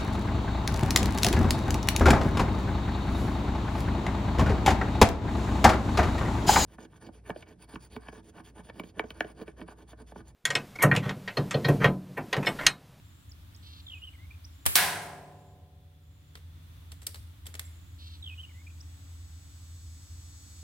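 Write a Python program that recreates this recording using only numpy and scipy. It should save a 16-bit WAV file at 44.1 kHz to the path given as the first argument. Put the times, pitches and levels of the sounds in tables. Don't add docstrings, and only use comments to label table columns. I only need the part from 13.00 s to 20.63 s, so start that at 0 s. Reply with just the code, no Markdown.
import sys
import numpy as np
from scipy import signal
from scipy.fft import rfft, irfft
from scipy.io import wavfile
from scipy.ndimage import uniform_filter1d, minimum_filter1d

SR = 44100
rng = np.random.default_rng(int(sys.argv[2]) if len(sys.argv) > 2 else 0)


def file_out(sig):
    cols = np.atleast_2d(sig).T
    lim = np.clip(cols, -1, 1)
    pcm = np.round(lim * 32767).astype(np.int16)
    wavfile.write(sys.argv[1], SR, pcm)


N = 336465
TIME = np.arange(N) / SR


def amp(db):
    return 10 ** (np.asarray(db) / 20)


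def unit(x):
    return x / np.sqrt(np.mean(x ** 2) + 1e-20)


def read(points, hz):
    f, value = np.transpose(points)
    return np.interp(np.log(hz + 1), np.log(f + 1), value)


def add(mix, s, sound):
    part = mix[:, max(round(s * SR), 0):][:, :sound.shape[1]]
    part += sound[:, :part.shape[1]]


def place(x, lag, right_db=0):
    return np.array([np.roll(x, round(lag)), x * amp(right_db)])


def noise(spectrum, size, same=0., tilt_db=0):
    hz = np.fft.rfftfreq(size, 1 / SR)
    a, b = rfft(rng.standard_normal((2, size)))
    c = np.clip(read(same, hz) if np.ndim(same) else same, -1, 1)
    colour = amp(read(spectrum, hz) + tilt_db * np.log2((hz + 200) / 4000))
    right = c * a + np.sqrt(1 - c ** 2) * b
    return unit(irfft(np.array([a, right]) * colour, size))


def burst(spectrum, db, t60, same=0., tilt_db=0, rise=0.0003):
    t = TIME[:SR]
    envelope = amp(db - 60 * t / t60) * (1 - np.exp(-t / rise))
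    return noise(spectrum, SR, same, tilt_db) * envelope


def wander(size, rate):
    knots = rng.standard_normal(int(size / SR * rate) + 8)
    smooth = signal.resample(knots, 8 * len(knots))
    return unit(np.interp(np.linspace(0, len(smooth) - 1, size), np.arange(len(smooth)), smooth))


def trees(x, wet_db, t60):
    t = TIME[:SR]
    echoes = rng.standard_normal((2, SR)) * (rng.random((2, SR)) < .08)
    tail = echoes * amp(-60 * t / t60) * (1 - np.exp(-t / 0.0034))
    return x + amp(wet_db) * signal.fftconvolve(x, tail / np.linalg.norm(tail[0]), axes=1)[:, :N]


# start in seconds, level in dB, decay t60 in seconds.
SHOT_BURSTS = [(1.6554, -27, .05), (1.6622, -6, .014), (1.6654, -3.5, .006), (1.666, -18, .05)]
# frequency in Hz, relative spectral density in dB.
BLAST_COLOUR = [(30, -8), (200, -6.5), (500, -3.5), (1000, 1.5), (3200, 0.5), (5800, -9), (7500, -2.5),
                (10500, 2), (13500, -3), (16000, -6)]
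CLEARING_COLOUR = [(30, -1.5), (150, -4.5), (700, -6), (2000, -1), (6000, -9), (9500, 1), (12500, 1),
                   (16000, -3.5)]
PUFF_COLOUR = [(15, -10), (40, -1.5), (130, -5), (400, -5.5), (900, -21.5), (3000, -50.5)]


def rifle():
    out = np.zeros((2, N))
    for s, db, t60 in SHOT_BURSTS:
        add(out, s, burst(BLAST_COLOUR, db, t60, same=-0.2))
    blast_s = SHOT_BURSTS[1][0]
    add(out, blast_s, burst(PUFF_COLOUR, db=-38, t60=0.17, same=-0.28, rise=0.0018))
    add(out, blast_s, shudder())
    add(out, blast_s, burst(CLEARING_COLOUR, db=-24, t60=0.58, same=-0.6, rise=.006))
    return out


SHUDDER_HZ, SHUDDER_DB, SHUDDER_HOLD_S, SHUDDER_T60 = 79, -23, .02, .14
SHUDDER_SNAP_HZ, SHUDDER_SNAP_S = 175, .002


def shudder():
    t = TIME[:SR]
    hz = SHUDDER_HZ + SHUDDER_SNAP_HZ * np.exp(-t / SHUDDER_SNAP_S)
    envelope = amp(SHUDDER_DB - 60 * np.maximum(t - SHUDDER_HOLD_S, 0) / SHUDDER_T60)
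    swing = envelope * np.sin(2 * np.pi * np.cumsum(hz) / SR)
    return np.array([swing, -swing])


HIT_S, BOUNCE_S = 1.7552, 0.00089
# frequency in Hz, relative spectral density in dB.
SPLASH_COLOUR = [(100, -23), (500, -12), (1800, -2), (4000, -1.5), (6800, -5), (8500, -0.5), (12000, -0.5),
                 (16000, -0.5)]


def impact():
    out = np.zeros((2, N))
    u = (TIME[:40] - .0002) / .00005
    crack = -(1 - u ** 2) * np.exp(-u ** 2 / 2)
    add(out, HIT_S - .0021, burst(SPLASH_COLOUR, db=-20, t60=.01, same=.4))
    add(out, HIT_S, amp(5) * place(crack, lag=0))
    add(out, HIT_S + BOUNCE_S, amp(0.5) * place(crack, lag=0))
    add(out, HIT_S, burst(SPLASH_COLOUR, db=-4, t60=.085, same=.25) * amp([[-1.5], [1.5]]))
    return out


# frequency in Hz, relative level in dB, decay t60 in seconds.
PLATE_MODES = [(103, -50, 5.0), (149, -49, 6), (169, -45.5, 1.6), (184, -51.5, 3.2), (271, -59, 4.5),
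               (389, -48, 2.5), (417, -48, 1.5), (477, -58.5, 3.4), (573, -48.5, 2.57), (664, -46, 1.6),
               (702, -38, 1.53), (730.7, -40, 1.97), (762, -50, 2.2), (827, -45.5, 1.2), (860, -45, 1.8),
               (863, -38.5, 0.72), (1032, -45.5, 1.6), (1002, -40.5, 1.4), (1446, -34, 0.64),
               (1560, -30, 0.42), (1532, -32.5, 0.57), (1627, -33, 0.85), (1690, -35.5, 0.61),
               (1696, -30, 0.43), (1950, -38, 0.69), (2170, -32.5, 0.66), (2470, -33.5, 0.48),
               (2720, -38.5, 0.33), (3030, -36, 0.28), (3380, -35.5, 0.23)]
# frequency in Hz, relative spectral density in dB.
CLANG_COLOUR = [(60, -29.5), (200, -16.5), (500, -14), (850, 0.5), (1250, -5), (1650, 1.5), (2400, -2),
                (4000, -2.5), (7000, -10), (9000, -4.5), (12000, -5.5), (16000, -5)]
# frequency in Hz, decay t60 in seconds.
CLANG_DECAY = [(150, 1.8), (450, 2), (800, 1.1), (1600, .84), (3500, 0.592), (8000, 0.6815), (16000, 0.35)]


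def plate():
    out, t = np.zeros((2, N)), TIME[:4 * SR]
    ring = np.zeros(len(t))
    for hz, db, t60 in PLATE_MODES:
        ring += amp(db - 60 * t / t60) * np.sin(2 * np.pi * (hz * t + rng.random()))
    add(out, HIT_S, amp(7) * place(ring * (1 - np.exp(-t / .012)), lag=0))

    crowd = noise(CLANG_COLOUR, 2 * SR, same=[(500, 0.75), (2000, .6), (6000, .3), (14000, 0.12)])
    band_hz, at, z = signal.stft(crowd, SR, nperseg=512)
    damping = amp(-60 * at / read(CLANG_DECAY, band_hz)[:, None])
    clang = signal.istft(z * damping, SR, nperseg=512)[1][:, :2 * SR]
    clang *= 1 - np.exp(-t[:2 * SR] / 0.0038)
    add(out, HIT_S, amp(-10.5) * clang)
    add(out, HIT_S, burst(SPLASH_COLOUR, db=-38.5, t60=1.6, tilt_db=-5, rise=.1))
    add(out, HIT_S + .258, amp(-42.5) * clang[::-1])
    return out


# start in seconds, level in dB, decay t60 in seconds, tilt in dB per octave,
# ring of the part in Hz, rebound delay in seconds, rebound level in dB relative to the click.
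ACTION_CLICKS = [(3.3532, -37, 0.03, -4.5, 3900, 0.019, -11.5), (3.918, -40.5, 0.038, -1, 3400, .008, -26),
                 (4.018, -46.5, 0.039, -2.5, 8000, 0.011, -4),
                 (4.0664, -26.5, 0.028, 4.5, 5200, 0.0019, 0.5),
                 (4.1445, -37, 0.027, -3, 4120, 0.012, -5.5), (4.456, -48.5, .05, -3.5, 8500, 0.0085, -3),
                 (4.4662, -36, 0.032, 2.5, 3230, .003, -7), (4.486, -55, 0.039, -10, 550, .004, -5),
                 (4.541, -38, 0.022, -3, 7200, .011, 2.5), (4.594, -25.5, .02, 0.5, 2050, 0.0082, -23)]
# frequency in Hz, relative spectral density in dB.
PARTS_COLOUR = [(100, -18), (400, -11), (800, -9), (2000, 1), (2600, -2), (3600, 2.5), (4300, -0.5),
                (5200, -0.5), (6500, -5), (8200, 1.5), (11500, -2), (13000, -5), (16000, -16)]
STOCK_COLOUR = [(100, -13), (300, -9), (450, -1.5), (650, -7.5), (900, -16), (1250, -12.5), (2000, -11),
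                (4000, -16)]
RING_DB, RING_OCTAVES = 5.5, 0.19
RATTLE_DB, RATTLE_T60, RATTLE_PER_S = -18.5, 0.086, 310


def action():
    out, bands = np.zeros((2, N)), np.geomspace(100, 16000, 120)
    for s, db, t60, tilt_db, ring_hz, rebound_s, rebound_db in ACTION_CLICKS:
        resonance_db = RING_DB * np.exp(-(np.log2(bands / ring_hz) / RING_OCTAVES) ** 2)
        part = np.transpose([bands, read(PARTS_COLOUR, bands) + resonance_db])
        for at, level_db in [(s, db), (s + rebound_s, db + rebound_db)]:
            left, right = burst(part, level_db, t60, same=0.61, tilt_db=tilt_db)
            add(out, at, np.array([left, np.roll(right, 11)]))
            add(out, at, burst(STOCK_COLOUR, db=-40 + 0.37 * level_db, t60=0.15, same=0.54, rise=0.0023))
        taps = rng.random(SR) < RATTLE_PER_S / SR
        chatter = unit(signal.lfilter([1], [1, -np.exp(-1 / (0.0016 * SR))], taps))
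        loose = burst(part, db + RATTLE_DB, RATTLE_T60, same=0.246, tilt_db=-3.5, rise=0.002)
        add(out, s, chatter * loose)
    return trees(out, wet_db=-13, t60=0.54)


NOTE_ATTACK_S, NOTE_RELEASE_S = 0.012, 0.0047
NOTE_EASE = 1.05


def note(length, from_hz, to_hz, db, depth_hz, trill_hz=58):
    t = np.arange(0, max(length, .01), 1 / SR)
    glide = to_hz + (from_hz - to_hz) * (1 - t / t[-1]) ** NOTE_EASE
    shake = 2 * np.pi * trill_hz * t + 0.39 * wander(len(t), 60)
    pitch = glide - depth_hz * np.cos(shake) + (15 + .22 * depth_hz) * wander(len(t), 600)
    throb = 1 - np.clip(depth_hz / 220, 0, .95) * (1 + np.cos(shake - .5)) / 2
    ramp = np.minimum(np.minimum(t / NOTE_ATTACK_S, t[::-1] / NOTE_RELEASE_S), 1)
    gate = np.sin(np.pi / 2 * ramp) ** 2
    level = np.sqrt(2) * amp(db + 1.5 * wander(len(t), 200))
    return level * throb * gate * np.sin(2 * np.pi * np.cumsum(pitch) / SR)


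# frequency in Hz, gain in dB.
BEAK_COLOUR = [(2000, -24), (2750, -8), (3150, -5), (3700, 1), (4450, -1.5), (5100, -13), (5800, -10.5),
               (6800, -25)]
BUZZ_S, BUZZ_HZ, BUZZ_ARCH = .19, 388, .19
BUZZ_DB, BUZZ_HALO_DB = -54.5, -5


def rasp(flutter_hz=205):
    t = np.arange(0, BUZZ_S, 1 / SR)
    hz = BUZZ_HZ * (1 + BUZZ_ARCH * (1 - abs(2 * t / BUZZ_S - 1) ** 2.5))
    turns = np.cumsum(hz * (1 + 0.0098 * wander(len(t), 600))) / SR
    flutter = 1 + 0.19 * np.sin(2 * np.pi * flutter_hz * t)
    voice = np.zeros(len(t))
    for k in range(5, 15):
        partial = amp(read(BEAK_COLOUR, k * hz)) * np.sin(2 * np.pi * (k * turns + rng.random()))
        voice += partial * (flutter if k > 8 else 1)
    halo = amp(BUZZ_HALO_DB) * noise(BEAK_COLOUR, len(t), tilt_db=-2)[0]
    envelope = amp(BUZZ_DB + 2 * wander(len(t), 90)) * np.sin(np.pi * t / BUZZ_S) ** 0.24
    return envelope * unit(unit(voice) + halo)


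# start after the phrase's in seconds, length in seconds, first pitch in Hz,
# last pitch in Hz, level in dB before the singing's own, trill depth in Hz.
PHRASE_WHISTLES = [(.234, .088, 3689, 2650, -42, 208), (0.315, 0.046, 2564, 2500, -49.5, 13),
                   (0.389, 0.044, 2722, 3185, -44, 84), (0.441, 0.03, 3070, 2775, -46.5, 36),
                   (0.501, .036, 2341, 2032, -60, 113), (0.551, .088, 1934, 2206, -62, 40),
                   (.676, .024, 2230, 2530, -50.5, 76), (0.708, .02, 2435, 2530, -60, 102.5),
                   (0.814, .019, 4100, 6200, -49.5, -1)]
# start in seconds, level change in dB.
PHRASE_STARTS = [(.625, -1.5), (4.985, -1.5)]
# start in seconds, length in seconds, first pitch in Hz,
# last pitch in Hz, level in dB, trill depth in Hz.
SINGLE_CHIPS = [(.287, 0.027, 6750, 7270, -61, 100), (0.31, .016, 6570, 4200, -52, 100),
                (0.541, .027, 3830, 6300, -55.5, 900), (4.643, 0.029, 7400, 7300, -54.5, 30)]


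def songbird():
    out = np.zeros((2, N))
    for start, db in PHRASE_STARTS:
        add(out, start, amp(db) * place(rasp(), lag=18, right_db=1.5))
        for after, *shape in PHRASE_WHISTLES:
            add(out, start + after, amp(db) * place(note(*shape), lag=18, right_db=1.5))
    for s, *shape in SINGLE_CHIPS:
        add(out, s, place(note(*shape), lag=14, right_db=3.5))
    return trees(out, wet_db=-12, t60=.45)


# start in seconds, end in seconds, centre pitch in Hz, relative level in dB.
TRILL_BOUTS = [(0, 0.269, 7320, -69.5), (0.123, .28, 8200, -74), (0.542, .73, 7970, -71.5),
               (0.742, 1.036, 7250, -69.5), (1.02, 1.203, 8100, -72), (1.477, 1.653, 7210, -68),
               (2.296, 2.56, 7200, -67.5), (2.994, 3.342, 7120, -70), (3.88, 4.054, 7340, -72),
               (4.679, 4.995, 7160, -68), (5.494, 5.824, 7200, -69.5)]


def trill(per_s=50, sweep_hz=750):
    out = np.zeros((2, N))
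    for start, end, hz, db in TRILL_BOUTS:
        t = np.arange(0, max(end - start, .02), 1 / SR)
        cycle = (t * per_s + 0.19 * wander(len(t), 30)) % 1
        turns = np.cumsum(hz + sweep_hz * (1 - 2 * cycle)) / SR
        chirps = unit(np.sin(np.pi * cycle) ** 2 * np.sin(2 * np.pi * turns))
        envelope = amp(db - 7.5 + 2 * wander(len(t), 60)) * signal.windows.tukey(len(t), .3)
        add(out, start, place(envelope * chirps, lag=0))
    return trees(out, wet_db=0.5, t60=.3)


CRICKET_HZ, CRICKET_DB = 3442, -80
CRICKET_PEAK_S, CRICKET_LIFT_S, CRICKET_LIFT_DB = 3.2, .9, 5


def cricket():
    db = CRICKET_DB + CRICKET_LIFT_DB * np.exp(-((TIME - CRICKET_PEAK_S) / CRICKET_LIFT_S) ** 2)
    tone = np.sin(2 * np.pi * np.cumsum(CRICKET_HZ + 20 * wander(N, 200)) / SR)
    return place(amp(db + 2 * wander(N, 40)) * tone, lag=0)


# frequency in Hz, relative spectral density in dB.
RUMBLE_COLOUR = [(20, -37.5), (45, -22.5), (62, -2), (78, 0), (100, -2), (120, -14), (170, -17), (210, -26),
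                 (300, -24), (420, -47.5), (1000, -70.5)]
ENGINE_HZ, ENGINE_DB, RUMBLE_DB = 82.6, -46, -51
NEAREST_S, PASSING_S = 5.46, 1.4
ENGINE_LAG = 9


def engine():
    distance = np.hypot(1, (TIME - NEAREST_S) / PASSING_S)
    firing_level = amp(ENGINE_DB + 0.95 * wander(N, 7.4)) / distance
    firing = firing_level * np.sin(2 * np.pi * np.cumsum(ENGINE_HZ + .6 * wander(N, 6)) / SR)
    line_level = amp(-74 + 2 * wander(N, 5.1))
    line = line_level * np.sin(2 * np.pi * np.cumsum(279 + wander(N, 4.7)) / SR)
    rumble = amp(RUMBLE_DB) * noise(RUMBLE_COLOUR, N, same=[(30, 0.94), (80, .98), (300, 0.7)])
    return np.sqrt(2) * place(firing + line, lag=ENGINE_LAG) + rumble


# frequency in Hz, relative level in dB.
WHINE_TONES = [(3618, -81), (4247, -78), (4544, -80), (4651, -80), (4910, -81), (5168, -80), (5426, -83),
               (5685, -82), (5798, -83), (5943, -82), (6202, -75), (6460, -82), (6718, -73), (6831, -82),
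               (7752, -69), (8010, -82), (8161, -80), (8419, -81)]
# frequency in Hz, relative spectral density in dB.
SIZZLE_COLOUR = [(1500, -40), (3200, -12), (4600, -0.5), (8200, 0), (9200, -3.5), (16000, -13)]
WHINE_START_S, WHINE_RISE_S, WHINE_POWER = 3.67, 2.88, 1.9
WHINE_WAVER_DB = 1.5


def whine():
    tones = np.zeros((2, N))
    for side in tones:
        for hz, db in WHINE_TONES:
            level = amp(db + WHINE_WAVER_DB * wander(N, 2))
            side += level * np.sin(2 * np.pi * (hz * TIME + rng.random()))
    growth = (np.maximum(TIME - WHINE_START_S, 0) / WHINE_RISE_S) ** WHINE_POWER
    return (amp(4.5) * tones + amp(-66.0) * noise(SIZZLE_COLOUR, N)) * growth


# frequency in Hz, relative spectral density in dB.
HUSH_COLOUR = [(20, 4.5), (120, 5), (200, 3.5), (300, 6), (420, -4), (700, -2.5), (1200, -0.5), (2500, -4),
               (3600, -1), (5000, -9.5), (9000, -11.5), (16000, -9)]
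# frequency in Hz, correlation from 0 to 1.
HUSH_CORRELATION = [(30, .6), (80, 0.28), (300, 0.35), (1000, 0.0031), (3000, 0), (16000, 0)]


def forest():
    return noise(HUSH_COLOUR, N, HUSH_CORRELATION) * amp(-61.5 + .5 * wander(N, 4))


def scene():
    events = rifle() + impact() + plate() + action()
    creatures = songbird() + trill() + cricket()
    return events + creatures + engine() + whine() + forest()


def record(dry, threshold_db=-22, share=.43, hold_s=1.27, recover_db_per_s=13):
    power_db = 10 * np.log10(abs(uniform_filter1d((dry ** 2).mean(0), size=400)) + 1e-12)
    over_db = share * np.maximum(power_db - threshold_db, 0)
    half = round(hold_s * SR / 2)
    held_db = -minimum_filter1d(-over_db, size=2 * half + 1, origin=half, mode="nearest")
    fall = recover_db_per_s * TIME
    duck_db = np.maximum.accumulate(held_db + fall) - fall
    rounded = np.tanh(dry * amp(-uniform_filter1d(duck_db, size=100)))
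    low_pass = signal.firwin(255, 16100, window=("kaiser", 8), fs=SR)
    return signal.oaconvolve(rounded, low_pass[None], "same")


dry = scene()
out = record(dry)
file_out(out)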